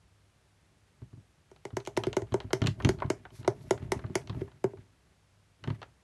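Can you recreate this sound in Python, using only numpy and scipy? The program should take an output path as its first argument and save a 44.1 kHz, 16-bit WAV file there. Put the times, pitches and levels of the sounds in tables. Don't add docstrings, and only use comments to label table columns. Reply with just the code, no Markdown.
import sys
import numpy as np
from scipy import signal
from scipy.fft import rfft, irfft, next_fast_len
from scipy.io import wavfile
from scipy.ndimage import map_coordinates

SR = 44100
rng = np.random.default_rng(int(sys.argv[2]) if len(sys.argv) > 2 else 0)


def dump_mix(stems):
    frames = np.atleast_2d(stems).T
    limited = np.clip(frames, -1, 1)
    pcm = np.round(limited * 32767).astype(np.int16)
    wavfile.write(sys.argv[1], SR, pcm)


N = 265919
AGE = np.arange(SR // 4) / SR
TOP_HZ = 11900

# [t/s, strength/dB, hardness/(dB per octave), spot level/dB]
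FINGER_TAPS = [(1.514, -47.5, .3, 2), (1.652, -31, .3, 0), (1.768, -22.5, 0.45, -0.5), (1.873, -30, 1.6, 3),
               (1.973, -18, 0, 1), (2.068, -19, -4, -8), (2.167, -17, -1, 0.5), (2.219, -31.5, -1.5, -2),
               (2.341, -18.5, -2, 2), (2.531, -16.5, 1.15, -3), (2.89, -21.5, 2.5, 0),
               (3.101, -17.5, 0.33, -3), (3.477, -16.5, 0, 4.5), (3.708, -18.5, 1.25, 2),
               (3.919, -22.5, 3, 0.5), (4.154, -18.5, 2, -4), (4.415, -22, -7, -15),
               (4.641, -16, -3.5, 0.5), (4.734, -38.5, -7, 3)]
# [nominal f/Hz, mean level/dB, t60/s]
FRONT_MODES = [(119.7, -14.5, 0.14), (193, -14, 0.027), (378.5, 1, 0.039), (406.5, -21, 0.19),
               (516, -31, 0.024), (657, 1, 0.02), (661.7, -19.5, 0.13), (814, -13, 0.012),
               (850, -28.5, 0.11), (864, 1.5, 0.015), (1428, -5, 0.014), (1650, -9, 0.018),
               (2045, 1.5, 0.01), (2260, -5, 0.01), (2950, -4, 0.0071)]
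# [f/Hz, level/dB]
FINGER_FORCE = [(400, 5), (650, -0.5), (1000, -3.5), (1500, -6), (2500, -5.5)]
# [f/Hz, level/dB]
NAIL_SPECTRUM = [(600, -7.5), (1500, 3), (2150, 3.5), (2550, -15), (3200, -0.5), (4500, -1.5), (6500, 1),
                 (8500, -7), (11500, -11.5)]
SPOT_LOW_HZ, SPOT_HIGH_HZ = 520, 1200
NAIL_DB, NAIL_OCTAVES = -9.5, 2.7
NAIL_TILT_SHARE = 0.47


def finger_taps():
    track = np.zeros(N)
    for s, db, hardness, spot_db in FINGER_TAPS:
        force = []
        for hz, level in hardened(FINGER_FORCE, hardness, pivot_hz=395):
            near_spot = SPOT_LOW_HZ < hz < SPOT_HIGH_HZ
            force.append((hz, level + spot_db * near_spot))
        knock = ring(FRONT_MODES, force, scatter_db=1.5, detune=0.012, swell=0.046)
        nail = hardened(NAIL_SPECTRUM, NAIL_TILT_SHARE * hardness, pivot_hz=4000)
        click = amp(NAIL_DB + NAIL_OCTAVES * hardness) * crack(nail, t60=0.016)
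        add(track, s, amp(db) * in_room(knock + click, wet_db=0.5))
    return bending(track, lag=0.001652)


# [t/s, strength/dB, hardness/(dB per octave)]
PAWFALLS = [(1.018, -39, -0.5), (1.13, -46, 1.5), (1.172, -48, 2), (1.73, -39, -1.5), (2.223, -42, -14),
            (2.321, -29, 0), (2.444, -36.5, -1), (2.617, -21.5, 3), (2.643, -23, 2), (2.677, -25, -1),
            (2.847, -17.5, 2.5), (2.87, -20, 0), (3.045, -26, -1), (3.388, -41.5, -4.5),
            (3.82, -31.5, -2.5), (3.959, -33.5, 3.5), (4.043, -33.5, -0.5), (4.098, -37, 7),
            (4.295, -28.5, -2), (4.366, -34.5, 2.5), (4.413, -37, -2), (4.784, -48, -2),
            (5.674, -28.5, 2.5), (5.702, -30.5, -1.5)]
# [nominal f/Hz, mean level/dB, t60/s]
FLOOR_MODES = [(61.1, -16, 0.2), (105.5, 2, 0.15), (144.5, -2.5, 0.16), (186.8, -8, 0.21),
               (251, -0.5, 0.082), (323, -11.5, 0.14), (380.5, -7, 0.097), (453, -29, .04),
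               (625, -14.5, 0.057), (896, -21.5, 0.042), (1093, -23.5, 0.025)]
# [f/Hz, level/dB]
PAD_FORCE = [(62, 2.5), (105, 2.5), (140, 0), (240, -3.5)]


def paws():
    track = np.zeros(N)
    for s, db, hardness in PAWFALLS:
        force = hardened(PAD_FORCE, hardness, pivot_hz=125)
        thump = ring(FLOOR_MODES, force, scatter_db=1.5, detune=0.012, swell=0.014)
        add(track, s, amp(db) * in_room(thump, wet_db=1))
    return track


# [t/s, strength/dB, hardness/(dB per octave)]
CLAW_STRIKES = [(1.5615, -54, 0.5), (1.704, -49.5, -3.5), (1.8017, -44, 0.5), (1.851, -59, 9.5),
                (1.8619, -47, 5.5), (1.967, -32, 2), (2.0363, -27.5, 0.5), (2.129, -33, 1.5),
                (2.3219, -39.5, -0.5), (2.4026, -34, -1), (2.505, -41, -5), (2.6177, -29, 1.2),
                (2.6391, -33.5, -1), (2.6616, -30.5, 1.5), (2.6699, -25.5, 4.5), (2.8013, -37, -8),
                (2.823, -42.5, 1.5), (2.848, -23.5, 3), (3.002, -42, -2), (3.0209, -32.5, -13.5),
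                (3.2518, -42, -6), (3.4469, -40.5, -3.5), (3.777, -44, -3), (3.992, -44, -4),
                (4.0389, -46.5, -10), (4.2736, -44.5, 2), (4.2965, -35.5, -1), (4.4102, -46.5, -4),
                (4.478, -57, -10), (4.5163, -54.5, -2.5), (4.7717, -55, -4), (5.639, -37, 0),
                (5.675, -36.5, -3), (5.7017, -37, -2.5), (5.817, -39, -3), (5.8284, -38, -1.5)]
# [f/Hz, level/dB]
CLACK_SPECTRUM = [(200, -14), (400, 12), (520, 6.5), (900, 7.5), (1500, 3.5), (2200, -5.5), (4000, -44.5)]
# [f/Hz, level/dB]
TICK_SPECTRUM = [(900, -22), (2000, -0.5), (3100, 5.5), (3700, -1.5), (4300, 0), (5500, -19), (11000, -42)]
# [f/Hz, level/dB]
TIP_SPECTRUM = [(3000, -5), (6200, 6), (8500, -7.5), (11500, -13.5)]
CLACK_DB, CLACK_OCTAVES = 1, -0.95
TICK_DB, TICK_OCTAVES = -1.5, 1
TIP_DB, TIP_OCTAVES = -13.5, 2.63


def claws():
    track = np.zeros(N)
    for s, db, hardness in CLAW_STRIKES + light_touches():
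        tick = amp(TICK_DB + TICK_OCTAVES * hardness) * crack(TICK_SPECTRUM, t60=0.021)
        clack = amp(CLACK_DB + CLACK_OCTAVES * hardness) * crack(CLACK_SPECTRUM, t60=0.048)
        tip = amp(TIP_DB + TIP_OCTAVES * hardness) * crack(TIP_SPECTRUM, t60=0.012)
        add(track, s, amp(db) * in_room(tick + clack + tip, wet_db=1.5))
    return bending(track, lag=0.000774)


PATTER_PER_S = 8
PATTER_DB, PATTER_SPREAD_DB = -5, 4
PATTER_HARDNESS, PATTER_HARDNESS_SPREAD = -2.5, 2.3
PAW_CLAW_DB, PAW_CLAW_HARDNESS = -21.5, -6


def light_touches():
    level_db = movement_db()
    start, end = KITTEN_MOVEMENT[0][0], (N - 1) / SR
    count = int((end - start) * PATTER_PER_S)
    rows = [(s, db + PAW_CLAW_DB, PAW_CLAW_HARDNESS) for s, db, _ in PAWFALLS]
    for when, size, edge in rng.uniform(-0.87, 1, (count, 3)):
        s = start + (end - start) * (when + 1) / 2
        db = level_db[int(s * SR)] + PATTER_DB + PATTER_SPREAD_DB * size
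        hardness = PATTER_HARDNESS + PATTER_HARDNESS_SPREAD * edge
        rows.append((s, db, hardness))
    return rows


# [f/Hz, level/dB]
PRESS_FORCE = [(60, 13), (110, -3.5), (250, -5), (400, 0), (650, 4)]
# [f/Hz, level/dB]
SCRAPE_SPECTRUM = [(300, -5.5), (900, 4), (2000, 10), (4000, -3.5), (8000, -10.5), (12000, -11.5)]
RUMBLE_DB = -0.5
LURCH_DB, LURCH_PER_S = 3, 9
SCRAPE_DB, SCRAPE_GROWTH = -33, 0.72


def shuffle():
    effort_db = movement_db() + LURCH_DB * wobble(LURCH_PER_S)
    floor = ring(FLOOR_MODES, PRESS_FORCE, scatter_db=1.5, detune=0.0093, swell=0.014)
    rumble = unit(signal.fftconvolve(slips(rate=130, spread_db=0), floor)[:N])
    rasp = coloured(slips(rate=2100, spread_db=-0.5), SCRAPE_SPECTRUM)
    scrape = unit(amp(4.6 * wobble(50)) * rasp)
    return amp(RUMBLE_DB + effort_db) * rumble + amp(SCRAPE_DB + SCRAPE_GROWTH * effort_db) * scrape


# [t/s, movement level/dB]
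KITTEN_MOVEMENT = [(1.74, -74), (1.95, -54), (2.08, -44), (2.29, -56.5), (2.55, -51.5), (2.66, -41),
                   (2.76, -53.5), (2.86, -40.5), (3.07, -45.5), (3.26, -54), (3.39, -44), (3.56, -54.5),
                   (3.77, -46.5), (3.98, -43.5), (4.21, -51), (4.38, -43.5), (4.52, -57.5), (4.95, -68),
                   (5.59, -83), (5.66, -46), (5.84, -55.5), (5.95, -74)]


def movement_db():
    return np.interp(np.arange(N) / SR, *np.transpose(KITTEN_MOVEMENT))


# [start t/s, length/s, level/dB]
FUR_BRUSHES = [(2.766, 0.099, -70), (3.312, 0.13, -58), (3.522, .22, -66.5), (4.26, 0.24, -71.5)]
# [f/Hz, level/dB]
FUR_SPECTRUM = [(1500, -23), (3500, 0), (4500, 1), (6000, 0.5), (9000, -4.5), (12000, 0)]


def fur():
    brush = np.zeros(N)
    for s, length, db in FUR_BRUSHES:
        swell = np.sqrt(np.hanning(int(length * SR)).clip(0))
        add(brush, s, amp(db) * swell)
    return brush * unit(amp(2.1 * wobble(70)) * noise(FUR_SPECTRUM))


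# [f/Hz, level/dB]
AIR_SPECTRUM = [(25, -17), (40, -8.5), (70, 0.5), (100, -9), (125, -9.5), (165, -4.5), (230, -15.5),
                (400, -17), (700, -18.5), (900, -20), (1800, -22), (9000, -31.5), (12500, -36.5)]
AIR_DB = -67.5
HUM_HZ, HUM_DB = 100.5, -69.5


def room_tone():
    hum = np.sin(2 * np.pi * HUM_HZ * np.arange(N) / SR + 0.69 * wobble(4.3))
    return amp(AIR_DB) * noise(AIR_SPECTRUM) + amp(HUM_DB + 3 * wobble(4)) * hum


# [f/Hz, t60/s]
ROOM_DECAY = [(100, 0.14), (400, 0.17), (1400, 0.15), (4000, 0.14), (10000, 0.2)]
# [f/Hz, level/dB]
ROOM_COLOUR = [(100, -8.5), (400, -13), (800, -10), (2000, -11.5), (6000, -12), (11000, -15)]
# [nominal delay/s, gain]
NEAR_ECHOES = [(.0027, 0.17), (.0052, 0.15), (0.018, 0.035)]


def in_room(hit, wet_db, build=0.0065, ripple_db=2):
    hz, t, z = signal.stft(rng.standard_normal(len(AGE)), SR, nperseg=256)
    ripple = ripple_db * rng.standard_normal((len(hz), 1))
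    decay_db = -60 * t / along(ROOM_DECAY, hz)[:, None]
    tail = signal.istft(z * amp(ripple + decay_db), SR, nperseg=256)[1][:len(AGE)]
    tail = tail * (1 - np.exp(-(AGE / build) ** 2))
    answer = coloured(coloured(tail / np.linalg.norm(tail), ROOM_COLOUR), radiated(hit))
    sound = hit + amp(wet_db) * answer
    for delay, gain in NEAR_ECHOES:
        add(sound, delay * rng.uniform(0.77, 1.3), gain * hit)
    return sound


def radiated(hit, count=42):
    edges = np.round(np.geomspace(40, 16000, count) * len(hit) / SR).astype(int)
    power = np.add.reduceat(np.abs(rfft(hit)) ** 2, edges)[:-1] / np.diff(edges)
    centre_hz = (edges[:-1] + edges[1:]) / 2 * SR / len(hit)
    return np.column_stack([centre_hz, 10 * np.log10(power + 1e-20)])


def ring(modes, force, scatter_db, detune, swell):
    hz, db, t60 = np.transpose(modes)
    level = amp(db + along(force, hz) + scatter_db * rng.standard_normal(len(hz)))
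    pitch = hz * (1 + detune * rng.standard_normal(len(hz)))
    sign = (-1) ** np.arange(len(hz))
    life = AGE / t60[:, None]
    envelope = amp(-60 * life) * (1 - np.exp(-life / swell))
    return (sign * level) @ (np.sin(2 * np.pi * np.outer(pitch, AGE)) * envelope)


def crack(spectrum, t60):
    burst = coloured(rng.standard_normal(len(AGE)) * amp(-60 * AGE / t60), spectrum)
    return burst / np.linalg.norm(burst) * np.sqrt(SR / 1000)


def bending(x, lag):
    lead = lag * np.sqrt(1000 / TOP_HZ)
    return filtered(x, lambda hz: np.exp(-2j * np.pi * (2 * lag * np.sqrt(1000 * hz) - lead * hz)))


def hardened(force, hardness, pivot_hz):
    return [(hz, db + hardness * np.log2(hz / pivot_hz)) for hz, db in force]


def slips(rate, spread_db):
    moments = rng.random(N) < rate / SR
    return moments * rng.choice([-1, 1], N) * amp(spread_db * rng.standard_normal(N))


def noise(spectrum):
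    return unit(filtered(rng.standard_normal(N), lambda hz: amp(along(spectrum, hz))))


def wobble(rate):
    return map_coordinates(rng.standard_normal(int(N * rate / SR) + 4), [np.arange(N) * rate / SR])


def coloured(x, spectrum, size=2048):
    cepstrum = irfft(np.log(amp(along(spectrum, np.fft.rfftfreq(size, 1 / SR)))))
    cepstrum[1:size // 2] *= 2
    cepstrum[size // 2 + 1:] = 0
    return signal.fftconvolve(x, irfft(np.exp(rfft(cepstrum))))[:len(x)]


def filtered(x, response):
    size = next_fast_len(len(x) + 8192)
    return irfft(rfft(x, size) * response(np.fft.rfftfreq(size, 1 / SR)), size)[:len(x)]


def along(points, hz):
    f, v = np.transpose(points)
    return np.interp(np.log(hz + 1), np.log(f), v)


def add(track, s, hit):
    part = track[round(s * SR):][:len(hit)]
    part += hit[:len(part)]


def unit(x):
    return x / np.sqrt(np.mean(x ** 2) + 1e-20)


def amp(db):
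    return 10 ** (np.asarray(db) / 20)


def scene():
    return (finger_taps() + paws() + claws() + shuffle() + fur() + room_tone())[None]


LOW_CUT_HZ = 36


def record(dry):
    high_pass = signal.butter(2, LOW_CUT_HZ, "highpass", fs=SR, output="sos")
    sound = signal.sosfilt(high_pass, dry[0])
    return filtered(sound, lambda hz: 1 / np.sqrt(1 + (hz / TOP_HZ) ** 120))[None]


dry = scene()
out = record(dry)
dump_mix(out)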